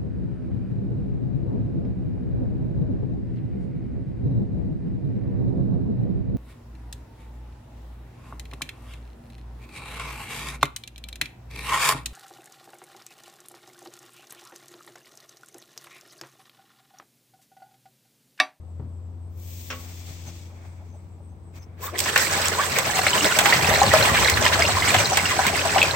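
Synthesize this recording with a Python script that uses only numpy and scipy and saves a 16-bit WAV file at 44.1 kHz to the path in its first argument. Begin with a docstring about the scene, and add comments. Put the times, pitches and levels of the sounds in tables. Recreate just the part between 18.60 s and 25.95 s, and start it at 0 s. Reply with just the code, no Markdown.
"""Small engines drone in the distance; a faint high shimmer flickers. On a roof, a shirt rustles as a bare
arm drags over the shingles into a flooded metal gutter; one knock rings the metal, the hand stirs water.
From 3.2 s a plug of leaves is pulled out of the outlet and water splashes off the clump. It then rushes
into the downpipe, gulping air in ringing bubbles; from about 5 s the full pipe booms and thuds below."""
import sys
import numpy as np
from scipy import signal
from scipy.fft import rfft, irfft, next_fast_len
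from scipy.io import wavfile

SR = 44100
rng = np.random.default_rng(int(sys.argv[2]) if len(sys.argv) > 2 else 0)


def output_pcm(signal):
    """Save a mono or channel-first signal as 16-bit PCM at the path in sys.argv[1].

    Samples are clipped to [-1, 1] before scaling.
    """
    pcm = np.clip(np.atleast_2d(signal).T, -1, 1) * 32767
    wavfile.write(sys.argv[1], SR, np.round(pcm).astype(np.int16))


N = 324135
TIME_S = np.arange(N) / SR
OPEN_S, FULL_S = 3.9, 4.9  # outlet open, downpipe full

# stereo noise: f/Hz, left-right correlation
CORRELATION = [(60, 0.79), (300, 0.87), (700, 0.45), (1400, 0), (3000, 0.11), (16000, 0)]
# outdoor air: f/Hz, density/dB
AIR_SPECTRUM = [(25, -40), (45, -16), (70, 3), (110, -1.5), (160, -7), (300, -14.5), (600, -20.5),
                (1000, -24), (1600, -36), (3000, -42.5), (6000, -46.5), (7800, -48), (10000, -55),
                (15000, -51)]
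# distant engine: t/s, firing rate/Hz, level/dB
ENGINE_RUN = [(0, 82.4, -39), (.3, 86.6, -37), (1, 87.65, -38.5), (1.8, 87.5, -38.5), (2.2, 88.5, -41),
              (3.1, 87.9, -43.5), (3.6, 88.5, -37), (5, 90, -46), (7.35, 88.3, -36.5)]
# its harmonics: order, level/dB
ENGINE_HARMONICS = [(1, -0.5), (2, -28.5), (6, -35.5), (7, -39)]
# second, rougher engine: t/s, firing rate/Hz, level/dB
ROUGH_RUN = [(0, 84.6, -74), (.6, 83.6, -58), (1.1, 83.9, -52.5), (1.7, 84.04, -57.5), (2.2, 82.8, -62),
             (2.9, 83.5, -58.5), (7.35, 83.95, -54)]
# its harmonics: order, level/dB
ROUGH_HARMONICS = [(2, -4.5), (3, -4), (4, -6), (5, -20)]
# pulses of the high shimmer: centre t/s, half length/s, boost/dB
SHIMMER_PULSES = [(.13, .08, 8), (.35, 0.082, 10), (.5, .05, 4), (.65, .05, 11), (2.08, .1, 12),
                  (2.38, .045, 16), (2.52, .05, 13), (2.67, .065, 12), (2.89, .06, 12)]
# soft low bumps: t/s, level/dB
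SOFT_BUMPS = [(0.196, -28), (0.221, -35), (0.245, -35), (0.301, -41), (1.5, -41), (1.665, -40)]
# cloth sliding during the reach: t/s, level/dB
SHIRT_LEVEL = [(0.7, -80), (0.8, -58), (0.92, -49), (1.2, -46.5), (1.77, -49), (1.95, -60.5), (2.35, -67.5),
               (2.8, -86)]
# cloth hiss: f/Hz, density/dB
SHIRT_SPECTRUM = [(900, -23), (1500, -5), (2300, 6.5), (3000, 3.5), (3420, 7), (3900, 3.5), (6500, 6.5),
                  (8200, 5.5), (10300, -14), (12500, 0.5), (15500, 5.5)]
# cloth, brightest when fast: t/s, top octave/dB
SHIRT_TREBLE = [(.8, 8.5), (1.05, 4.5), (1.3, -1), (1.7, -8), (2.4, -5), (3, -2), (3.25, 13)]
# sleeve tugs: t/s, length/s, level/dB
SLEEVE_TUGS = [(1.483, 0.054, -57), (1.668, 0.03, -55), (2.052, 0.022, -66), (2.959, 0.026, -54.5),
               (3.023, 0.016, -61), (3.238, 0.032, -40.5), (3.297, 0.009, -63)]
# forearm on the shingle edge: t/s, level/dB
DRAG_LEVEL = [(1.1, -47), (1.4, -58), (1.7, -59), (2.05, -57), (2.3, -64.5), (2.7, -74), (3.15, -63.5)]
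# its rub: f/Hz, density/dB
DRAG_SPECTRUM = [(400, 2), (750, 6.5), (1100, 2.5), (1650, 0), (2000, -1), (2210, 4.5), (2450, 1.5),
                 (3050, -19), (3420, -9), (3900, -16), (4500, -38)]
# contacts with the gutter: t/s, level/dB
GUTTER_KNOCKS = [(1.102, -31.5), (1.11, -34.5), (1.126, -40), (1.674, -68)]
# gutter sheet metal: f/Hz, level/dB, t60/s
METAL_MODES = [(252, -17, 0.4), (435, -13, 0.2), (522, -7.5, 0.32), (608, -9, 0.28), (764, -18, 0.3),
               (1109, -4.5, 0.34), (1140, -8, 0.28), (1308, -15, 0.24), (1631, -6, 0.15), (1965, -11, 0.4),
               (2390, -11, 0.2), (2724, -8, 0.13), (3290, -8.5, 0.14), (5400, -6, 0.12)]
# hand in standing water: t/s, length/s, level/dB
HAND_LAPS = [(1.655, 0.059, -51), (1.882, .08, -58), (2.023, .07, -60), (2.179, .075, -56),
             (2.327, .05, -54), (2.569, 0.063, -58), (2.698, 0.067, -59)]
# faint high chirps: t/s, f/Hz, length/s, level/dB
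HIGH_CHIRPS = [(1.659, 6270, 0.044, -49), (2.256, 6220, 0.14, -70), (2.662, 6260, 0.098, -80),
               (2.965, 6170, 0.11, -63.5), (3.01, 5400, 0.047, -59)]
# flow into the outlet as the plug lifts: t/s, level/dB, spray re flow/dB
OUTLET_FLOW = [(3.17, -67, -15), (3.23, -45.5, 1), (3.33, -51.5, -3), (3.36, -36, -12), (3.385, -38, 5),
               (3.47, -32, -0.5), (3.55, -31.5, -4), (3.61, -32, 4.5), (3.73, -25.5, -5), (3.88, -29.5, -4),
               (4.4, -29, -3), (4.73, -32, -2), (4.97, -25, -4.5), (5.5, -24, -5.5), (6.1, -27, -5),
               (6.66, -29.5, -2), (7.35, -29, -4.5)]
# outlet swallows a slug: centre t/s, half length/s, flow change/dB
FLOW_SURGES = [(4.58, 0.041, 6), (4.65, 0.03, 8), (4.838, 0.11, 5), (5.462, 0.034, 3.5),
               (5.54, 0.022, -1.5), (5.85, 0.011, 2.5), (6.39, 0.18, 2), (6.886, 0.029, 3.5),
               (6.97, 0.028, 3), (7.193, 0.092, 3.5)]
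# spray dulls as the water sinks: t/s, top octave/dB
SPRAY_TREBLE = [(3.3, 0.5), (4.8, 1.5), (5.5, 0.5), (6.6, -2.5), (7.35, -5)]
# trough hollows, plus treble peaks and dips: f/Hz, width/Hz, left/dB, right/dB
TROUGH_BANDS = [(650, 1000, 4, -2), (1018, 140, 0.5, 4.5), (1510, 920, -7, 1.5), (2040, 560, 2.5, 3),
                (2606, 99, 4, -4.5), (4050, 1050, 3.5, -5), (7970, 1000, 6, 8), (10580, 1610, -40.5, -15),
                (13900, 9300, -2.5, -4)]
# downpipe rumble: f/Hz, density/dB
RUMBLE_SPECTRUM = [(35, -80), (55, -8), (75, -7.5), (130, 4.5), (200, -0.5), (300, -3.5), (420, -0.5),
                   (700, -41)]
# water off the lifted clump: t/s, level/dB
POUR_LEVEL = [(3.2, -47.5), (3.4, -46), (3.7, -36), (4.55, -47), (5.2, -59)]
# air pockets changing size: t/s, length/s, start f/Hz, end f/Hz, level/dB
AIR_BLOOPS = [(3.215, 0.041, 1057, 1130, -27), (3.253, 0.051, 1136, 1195, -30.5),
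              (3.309, 0.05, 457, 780, -33), (3.441, 0.047, 460, 690, -27), (3.968, 0.051, 860, 1230, -13.5),
              (4.18, 0.049, 506, 546, -24), (4.347, 0.043, 698, 784, -19), (4.522, 0.06, 926, 1060, -18),
              (4.608, 0.056, 289, 315, -22), (4.75, 0.05, 567, 650, -17.5), (4.812, 0.12, 676, 952, -19),
              (5.093, 0.051, 560, 650, -18), (5.34, 0.037, 601, 623, -12.5), (5.966, 0.06, 778, 588, -17),
              (6.693, .045, 1284, 1020, -23), (6.923, 0.032, 980, 540, -17.5),
              (7.133, 0.062, 918, 650, -12.5)]
# main gulps of air, glugs to plinks: t/s, f/Hz, level/dB
MAIN_GULPS = [(3.242, 1080, -31), (3.268, 3600, -30), (3.342, 2240, -29), (3.357, 2290, -29),
              (3.467, 900, -22), (3.56, 1740, -3.5), (3.561, 1510, -7), (3.915, 453, -20),
              (4.163, 2250, -13), (4.173, 478, -12.5), (4.299, 1710, -15.5), (4.389, 752, -10),
              (4.4166, 4250, -17), (4.465, 2147, -8.5), (4.465, 595, -14.5), (4.482, 4050, -12),
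              (4.532, 3020, -7.5), (4.559, 953, -12.5), (4.58, 2900, -12), (4.608, 2790, -10.5),
              (4.657, 421, -13.5), (4.721, 1440, -9.5), (4.812, 681, -11), (4.888, 924, -9),
              (4.9, 4300, -13), (4.924, 1850, -3.5), (4.929, 1960, -4.5), (4.972, 4950, -17),
              (5.045, 2550, -10), (5.084, 493, -11.5), (5.148, 3900, -12), (5.162, 4350, -12),
              (5.21, 4020, -11.5), (5.214, 780, 0), (5.234, 555, -8), (5.265, 4260, -12), (5.316, 1900, -7),
              (5.337, 618, 0), (5.337, 1260, -4), (5.417, 555, -9), (5.426, 4100, -7), (5.575, 2230, -9),
              (5.601, 2950, -17), (5.647, 4100, -9), (5.676, 3880, -9.5), (5.683, 2150, -6),
              (5.74, 4200, -11), (5.772, 1790, -9.5), (5.817, 590, -8.5), (5.849, 1007, -10.5),
              (5.851, 3030, -10.5), (5.854, 5100, -13), (5.863, 1920, -8), (6.0, 680, -12.5),
              (6.02, 2180, -4.5), (6.023, 4930, -8.5), (6.052, 2720, -9), (6.064, 5120, -13.5),
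              (6.088, 694, -9), (6.168, 1058, -8), (6.222, 2050, -8), (6.231, 2900, -22),
              (6.267, 5160, -17), (6.275, 2200, -9), (6.292, 4020, -11), (6.304, 2410, -8),
              (6.344, 1996, -11), (6.345, 716, -4.5), (6.365, 3180, -14), (6.385, 2850, -11),
              (6.404, 2350, -12.5), (6.446, 4900, -14), (6.457, 4060, -9), (6.519, 736, -8.5),
              (6.596, 2130, -11.5), (6.655, 2800, -10.5), (6.765, 724, -16.5), (6.790, 755, -2.5),
              (6.851, 925, -12.5), (6.865, 2090, -8), (6.88, 2370, -10.5), (6.992, 2560, -13.5),
              (7.053, 665, -9.5), (7.092, 2530, -14.5), (7.159, 750, -3.5), (7.182, 2860, -11),
              (7.216, 2550, -2), (7.228, 2490, -2.5), (7.31, 4030, -11.5)]
# downpipe fills and booms: t/s, level/dB
BOOM_LEVEL = [(3.3, -56), (4.4, -44), (4.85, -54), (5.1, -32), (5.5, -30), (5.9, -30.5), (6.4, -32.5),
              (6.6, -41), (7.1, -40), (7.35, -42)]
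# its air column: f/Hz, density/dB
BOOM_SPECTRUM = [(35, -35), (52, -19), (72, 15), (100, 16), (135, -0.5), (200, -35)]
# bursting bubble skins: t/s, f/Hz, level/dB, left minus right/dB
SKIN_SNAPS = [(3.3775, 3400, -19, 0), (3.8842, 7400, -2, 1), (4.4672, 2100, -2.5, 5), (4.645, 3520, -3, -2),
              (5.2322, 6700, -3, -16), (5.8639, 1870, -2, 2)]
# water on water: t/s, slap/dB, spray/dB
WATER_SLAPS = [(3.383, -38, -14), (3.389, -32, -6.5), (3.402, -30, -6), (3.459, -19.5, -21),
               (3.559, -9, -12), (3.576, -15.5, -3.5), (4.185, -15.5, -4.5), (4.466, -13.5, -19),
               (4.787, -8.5, 0.5), (4.857, -7, -13), (4.924, -12, -24), (5.335, -18, -8),
               (5.697, -37, -2.5), (5.862, -9.5, -24), (6.342, -7.5, -11), (6.571, -11.5, -4),
               (6.866, -23, -7), (7.181, -12.5, -28), (7.228, -16, -9)]
# slugs striking the pipe bend: t/s, level/dB
BEND_THUDS = [(4.955, -29), (5.03, -20), (5.083, -23), (5.378, -22), (5.415, -32), (5.512, -20),
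              (5.584, -25.5), (6.774, -27), (6.86, -28), (7.055, -28)]


def from_db(db):
    """Decibels to gain."""
    return 10 ** (np.asarray(db) / 20)


def unit_rms(x):
    """Scale to rms 1."""
    return x / np.sqrt(np.mean(x ** 2) + 1e-20)


def in_time(rows, before=None):
    """Each column of a curve at every sample."""
    times_s, *columns = np.transpose(rows)
    return [np.interp(TIME_S, times_s, column, left=before) for column in columns]


def at_hz(points, hz):
    """Interpolate on a log frequency axis."""
    points_hz, values = np.transpose(points)
    return np.interp(np.log(hz + 1), np.log(points_hz), values)


def swells_db(rows):
    """Sum of Gaussian humps at every sample."""
    return sum(db * np.exp(-((TIME_S - at_s) / half_s) ** 2) for at_s, half_s, db in rows)


def pan(db):
    """Stereo gains for a left-minus-right level."""
    return unit_rms(from_db(np.array([[db], [-db]]) / 2))


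def band(x, low_hz, high_hz):
    """Butterworth band-pass."""
    sos = signal.butter(2, [low_hz, min(high_hz, .47 * SR)], "band", fs=SR, output="sos")
    return signal.sosfilt(sos, x + 1e-18)


def brighten(x, curve):
    """Shelve the top octave along a curve."""
    top_db, = in_time(curve)
    top = signal.sosfiltfilt(signal.butter(2, 10000, "high", fs=SR, output="sos"), x)
    return x + (from_db(top_db) - 1) * top


def drift(rate_hz):
    """Slow random wander, rms 1."""
    hop = 40
    pole = np.exp(-2 * np.pi * rate_hz * hop / SR)
    slow = signal.lfilter([1], [1, -2 * pole, pole * pole], rng.standard_normal(N // hop + 2002))[2000:]
    return np.interp(np.arange(N) / hop, np.arange(len(slow)), unit_rms(slow))


def add(out, at_s, sound):
    """Mix a sound in at a time."""
    i = int(np.clip(at_s * SR, 0, N - 1))
    out[..., i:i + sound.shape[-1]] += sound[..., :N - i]


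def noise(spectrum):
    """Coloured stereo noise, correlated in the bass; rms 1."""
    size = next_fast_len(N)
    hz = np.arange(size // 2 + 1) * SR / size
    mid, side = rfft(rng.standard_normal((2, size)))
    alike = at_hz(CORRELATION, hz)
    stereo = np.sqrt(1 + alike) * mid + np.sqrt(1 - alike) * side * [[1], [-1]]
    coloured = stereo * from_db(at_hz(spectrum, hz)) * hz / (hz + 10)
    return unit_rms(irfft(coloured, size)[:, :N])


def burst(low_hz, high_hz, t60_s, onset_s=.00045):
    """Decaying stereo noise puff; long waves reach both ears alike."""
    t = TIME_S[:SR // 4]
    left, right = rng.standard_normal((2, len(t)))
    right = right + signal.lfilter(*signal.butter(1, 1300, fs=SR), left - right)
    envelope = (1 - np.exp(-t / onset_s)) * from_db(-60 * t / t60_s)
    return unit_rms(band(np.array([left, right]), low_hz, high_hz)) * envelope


def engine(run, harmonics):
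    """Only low firing orders carry this far, each wavering on the air."""
    firing_hz, level_db = in_time(run)
    phase = 2 * np.pi * np.cumsum(firing_hz * (1 + .0045 * drift(6.6))) / SR
    drone = np.zeros(N)
    for order, db in harmonics:
        waver_db = (1.2 if order == 1 else 2.5) * drift(2.4)
        drone += from_db(db + waver_db) * np.sin(order * phase)
    return np.sqrt(2) * from_db(level_db) * drone * pan(3.9)


def shimmer(centre_hz=8000, width_hz=590, wander_hz=150):
    """Faint, thin, high noise band, flickering in short uneven pulses."""
    low_pass = signal.butter(3, width_hz / 2, fs=SR, output="sos")
    baseband = signal.sosfilt(low_pass, rng.standard_normal((2, 2, N)))
    phase = 2 * np.pi * np.cumsum(centre_hz + wander_hz * drift(4)) / SR
    hiss = unit_rms(baseband[0] * np.cos(phase) + baseband[1] * np.sin(phase))
    return from_db(-79.5 + swells_db(SHIMMER_PULSES) + 1.5 * drift(14)) * hiss * pan(-1)


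def bumps():
    """Soft low thuds, no ring."""
    out = np.zeros((2, N))
    for at_s, level_db in SOFT_BUMPS:
        thud = burst(86, 202, t60_s=.16) * pan(4.1) + from_db(-23) * burst(380, 1100, t60_s=.12)
        add(out, at_s, from_db(level_db) * thud)
    return out


def shirt():
    """Hiss of sliding cloth, duller as it slows."""
    level_db, = in_time(SHIRT_LEVEL, before=-120)
    gain = (from_db(level_db) + tug_gain()) * from_db(2.5 + .95 * drift(30))
    return gain * brighten(noise(SHIRT_SPECTRUM), SHIRT_TREBLE) * pan(3.3)


def tug_gain(attack_s=.013, release_s=.008):
    """Each sleeve tug swells, holds and dies away."""
    gain = np.zeros(N)
    for at_s, length_s, level_db in SLEEVE_TUGS:
        rise = np.minimum(TIME_S - at_s, 0) / attack_s
        fall = np.maximum(TIME_S - at_s - length_s, 0) / release_s
        gain += from_db(level_db) * np.exp(rise - fall)
    return gain


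def forearm():
    """Skin on grit: a dull, uneven rub. Each tug also drags the arm."""
    level_db, = in_time(DRAG_LEVEL, before=-120)
    gain = from_db(level_db) + from_db(-1) * tug_gain()
    return gain * from_db(2 * drift(25)) * noise(DRAG_SPECTRUM)


def knocks():
    """Each contact cracks and rings the sheet metal."""
    out, t = np.zeros((2, N)), TIME_S[:SR // 2]
    for at_s, level_db in GUTTER_KNOCKS:
        ring = np.zeros((2, len(t)))
        for hz, mode_db, t60_s in METAL_MODES:
            decay = from_db(mode_db + rng.uniform(-3, 3, (2, 1)) - 60 * t / t60_s)
            ring += decay * np.sin(2 * np.pi * hz * t) * rng.choice([-1, 1])
        crack = from_db(.5) * burst(1120, 3100, t60_s=.16)
        crack += from_db(-3.5) * burst(5500, 6700, t60_s=.055)
        add(out, at_s, from_db(level_db - 4.5) * ring)
        add(out, at_s, from_db(level_db) * crack)
    return out


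def laps():
    """Small waves swell against the wrist and fade."""
    out = np.zeros((2, N))
    for at_s, length_s, level_db in HAND_LAPS:
        size = int(length_s * SR)
        wash = unit_rms(band(rng.standard_normal(SR // 2), 570, 830))[:size]
        add(out, at_s, from_db(level_db) * wash * np.hanning(size))
    return out


def chirps(pip_rate_hz=75, sweep_hz=300):
    """Thin trills: rapid trains of falling pips."""
    out = np.zeros((2, N))
    for at_s, hz, length_s, level_db in HIGH_CHIRPS:
        size = int(length_s * SR)
        cycle = pip_rate_hz * TIME_S[:size] % 1
        phase = 2 * np.pi * np.cumsum(hz + sweep_hz * (.5 - cycle)) / SR
        pips = np.sin(np.pi * cycle) ** 4 * np.sin(phase)
        blur = unit_rms(band(rng.standard_normal((2, SR // 2)), hz * .96, hz * 1.04))[:, :size]
        add(out, at_s, from_db(level_db + 10) * (pips + from_db(-12) * blur) * np.hanning(size))
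    return out


def flow_levels_db():
    """Surging flow, its low band (grows until the pipe is full), spray re flow."""
    flow_db, spray_db = in_time(OUTLET_FLOW, before=-120)
    flow_db += swells_db(FLOW_SURGES)
    low_db = flow_db + np.interp(TIME_S, [OPEN_S, FULL_S], [-2, 0])
    return flow_db, low_db, spray_db


def bubble(hz, t60_s, rise):
    """Trapped air pinches off, rings, and climbs in pitch as it nears the surface."""
    t = np.arange(int(t60_s * SR) + 2) / SR
    pinch_off = 1 - np.exp(-(t * hz / 1.7) ** 2)
    phase = 2 * np.pi * hz * t * (1 + rise * t / (2 * t60_s))
    return pinch_off * from_db(-60 * t / t60_s) * np.sin(phase)


def swarm(count, low_hz, high_hz, cycles, size_db, spread_db, rise, start_s=3.1):
    """Random air pockets each break into four like bubbles; rms 1 while water runs."""
    out = np.zeros((2, N))
    pockets = np.repeat(rng.random((count // 4, 5)), 4, axis=0)
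    for when, pitch, size, place, lag in pockets:
        delay, detune, life, climb = rng.random(4)
        hz = low_hz * (high_hz / low_hz) ** pitch * 2 ** (.4 * (detune - .5))
        level_db = size_db * min(-np.log(size + 1e-9), 3)
        t60_s = cycles * 2 ** (2 * life - 1) / hz
        ring = from_db(level_db) * bubble(hz, t60_s, rise * climb)
        left, right = pan(spread_db * (2 * place - 1))
        at_s = start_s + when * (N / SR - start_s) + .016 * delay
        add(out[0], at_s, left * ring)
        add(out[1], at_s + .00017 * (2 * lag - 1), right * ring)
    return unit_rms(out) * np.sqrt(1 - start_s * SR / N)


def running_water():
    """Three sizes of bubbles, each over a churning wash; surges as the outlet swallows air."""
    flow_db, low_db, spray_db = flow_levels_db()
    surge = drift(26)
    large = swarm(count=1600, low_hz=560, high_hz=1200, cycles=24, size_db=2, spread_db=3, rise=.25)
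    small = swarm(count=4400, low_hz=1400, high_hz=5000, cycles=27, size_db=2.7, spread_db=9, rise=.12)
    fizz = swarm(count=4000, low_hz=5095, high_hz=15040, cycles=26, size_db=2.4, spread_db=15, rise=.08)
    # f/Hz, density/dB
    low_wash = noise([(250, -22), (480, -3.5), (680, -4.5), (1100, -6.5), (1900, -23)])
    mid_wash = noise([(750, -17.5), (1250, 1.5), (2200, -4), (4400, -8.5), (7000, -30)])
    high_wash = noise([(2900, -17), (4600, -7), (8000, -8), (15500, -11.5)])
    churn = from_db(-3) * large + from_db(-2) * low_wash
    babble = from_db(-.5) * small + from_db(-1) * mid_wash
    spray = brighten(from_db(1.5) * fizz + from_db(5) * high_wash, SPRAY_TREBLE)
    return (churn * from_db(low_db - 2.5 + .37 * surge + drift(45))
            + babble * from_db(flow_db + 2.3 * surge)
            + spray * from_db(flow_db + spray_db + 1.7 * surge))


def trough_filters():
    """One peaking section per band, per side."""
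    hz, width_hz, *sides_db = np.transpose(TROUGH_BANDS)
    alpha = np.tan(np.pi * width_hz / SR)
    a1 = -2 * np.cos(2 * np.pi * hz / SR)
    sides = [np.transpose([1 + alpha * g, a1, 1 - alpha * g, 1 + alpha / g, a1, 1 - alpha / g])
             for g in from_db(np.array(sides_db) / 2)]
    return [np.ascontiguousarray(sos / sos[:, [3]]) for sos in sides]


def trough_gain(hz):
    """Filter gain at one pitch, rms of both sides."""
    z = np.exp(-2j * np.pi * hz / SR) ** np.arange(3)
    gains = [abs(np.prod((sos[:, :3] @ z) / (sos[:, 3:] @ z))) for sos in trough_filters()]
    return np.sqrt(np.mean(np.square(gains)))


def trough(x, echo_db, t60_s):
    """Sound rattles between gutter walls and roof and takes on their hollows, plus a few treble peaks and dips."""
    echoes = burst(385, 17000, t60_s) * (TIME_S[:SR // 4] > .0012)
    echoes /= np.sqrt(np.sum(echoes ** 2, axis=1, keepdims=True))
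    x = x + from_db(echo_db) * signal.fftconvolve(x, echoes, axes=1)[:, :N]
    return np.array([signal.sosfilt(sos, side + 1e-18) for sos, side in zip(trough_filters(), x)])


def pipe_rumble():
    """The downpipe rumbles with the flow."""
    _, low_db, _ = flow_levels_db()
    return noise(RUMBLE_SPECTRUM) * from_db(low_db - 8 + 2.1 * drift(18)) * pan(3.7)


def pour():
    """A thin stream off the clump drags big, deep bubbles into the standing water."""
    level_db, = in_time(POUR_LEVEL, before=-120)
    bubbles = swarm(count=800, low_hz=350, high_hz=560, cycles=14, size_db=3, spread_db=0, rise=.24)
    return from_db(level_db) * bubbles * pan(9.9)


def bloops():
    """A large air pocket stretches or squeezes: it swells, glides and flutters amid froth."""
    out = np.zeros((2, N))
    flutter = from_db(2 * drift(58))
    waver = 1 + .036 * drift(53)
    for at_s, length_s, start_hz, end_hz, level_db in AIR_BLOOPS:
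        age = np.linspace(0, 1, int(length_s * SR))
        span = int(at_s * SR) + np.arange(len(age))
        hz = (start_hz + (end_hz - start_hz) * age) * waver[span]
        tone = np.sin(2 * np.pi * np.cumsum(hz) / SR)
        froth = unit_rms(band(rng.standard_normal(SR // 2), start_hz * .75, end_hz * 1.5))[:len(age)]
        swell = np.sin(np.pi * age ** 1.5) * flutter[span]
        gain = from_db(level_db - 4.5) / trough_gain((start_hz + end_hz) / 2)
        add(out, at_s, gain * swell * (tone + from_db(-7) * froth))
    return out


def gulps():
    """One bubble amid spatter and splinter bubbles; larger ones ring longer."""
    out = np.zeros((2, N))
    for at_s, hz, level_db in list(MAIN_GULPS) + lesser_gulps():
        t60_s = .036 * (hz / 1000) ** -.46
        gain = from_db(level_db + .5) / trough_gain(hz)
        spatter = from_db(-9) * burst(hz * .85, hz * 1.6, t60_s, onset_s=.003)
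        add(out, at_s, gain * bubble(hz, t60_s, rise=rng.uniform(0, .15)))
        add(out, at_s, gain * spatter)
        for delay, detune, place in rng.uniform(-1, 1, size=(5, 3)):
            splinter_hz = hz * 2 ** (.478 * (detune + .5))
            splinter = from_db(-11.5) * bubble(splinter_hz, t60_s / 2, rise=.095)
            add(out, at_s + .016 * (delay + .75), gain * splinter * pan(6 * place))
    return out


def lesser_gulps(per_s=12, low_hz=750, high_hz=4930, over_flow_db=5):
    """Random gulps once the pipe is full: t/s, f/Hz, level/dB."""
    flow_db, _, _ = flow_levels_db()
    when, pitch, size = rng.random((int(per_s * (N / SR - FULL_S)), 3)).T
    at_s = FULL_S + (np.arange(len(when)) + when) / per_s
    level_db = np.interp(at_s, TIME_S, flow_db) + over_flow_db + (2 * size - 1)
    return list(zip(at_s, low_hz * (high_hz / low_hz) ** pitch, level_db))


def pipe_boom():
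    """Falling slugs of water make the air column boom unevenly."""
    level_db, = in_time(BOOM_LEVEL, before=-120)
    return from_db(level_db + .76 * drift(13)) * noise(BOOM_SPECTRUM) * pan(2.5)


def snaps(t60_cycles=17):
    """A bubble skin bursts: instant onset, brief ring."""
    out, t = np.zeros((2, N)), TIME_S[:SR // 4]
    for at_s, hz, level_db, side_db in SKIN_SNAPS:
        ring = np.sin(2 * np.pi * hz * t) * from_db(-60 * t * hz / t60_cycles)
        crack = from_db(-16) * burst(1500, 12600, t60_s=.0058, onset_s=.0001)
        add(out, at_s, from_db(level_db) * (ring + crack) * pan(side_db))
    return out


def slaps():
    """Falling water and bursting air pockets: a slap and a short bright spray."""
    out = np.zeros((2, N))
    for at_s, slap_db, spray_db in WATER_SLAPS:
        add(out, at_s, from_db(slap_db - .5) * burst(750, 3150, t60_s=.07, onset_s=.001))
        add(out, at_s, from_db(spray_db + 1.5) * burst(2800, .47 * SR, t60_s=.024, onset_s=.001))
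    return out


def pipe_thuds():
    """Slugs of water thump into the bend of the downpipe."""
    out = np.zeros((2, N))
    for at_s, level_db in BEND_THUDS:
        add(out, at_s, from_db(level_db) * burst(80, 233, t60_s=.15, onset_s=.002))
    return out * pan(3)


def scene():
    """Sum of gutter, downpipe, person and background."""
    water = running_water()
    rumble = pipe_rumble()
    gutter = trough(water + gulps() + bloops() + slaps(), echo_db=-12.5, t60_s=.23)
    gutter += snaps() + laps() + pour() + knocks() + bumps()
    pipe = rumble + pipe_boom() + pipe_thuds()
    engines = engine(ENGINE_RUN, ENGINE_HARMONICS) + engine(ROUGH_RUN, ROUGH_HARMONICS)
    background = engines + chirps() + shimmer() + from_db(-47) * noise(AIR_SPECTRUM) * pan(2)
    return gutter + pipe + shirt() + forearm() + background


def record(dry):
    """Soft-clip the peaks, low-pass at 15.9 kHz."""
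    low_pass = signal.ellip(12, .1, 70, 15900, fs=SR, output="sos")
    return signal.sosfilt(low_pass, 1.3 * np.tanh(dry / 1.3))


dry = scene()
out = record(dry)
output_pcm(out)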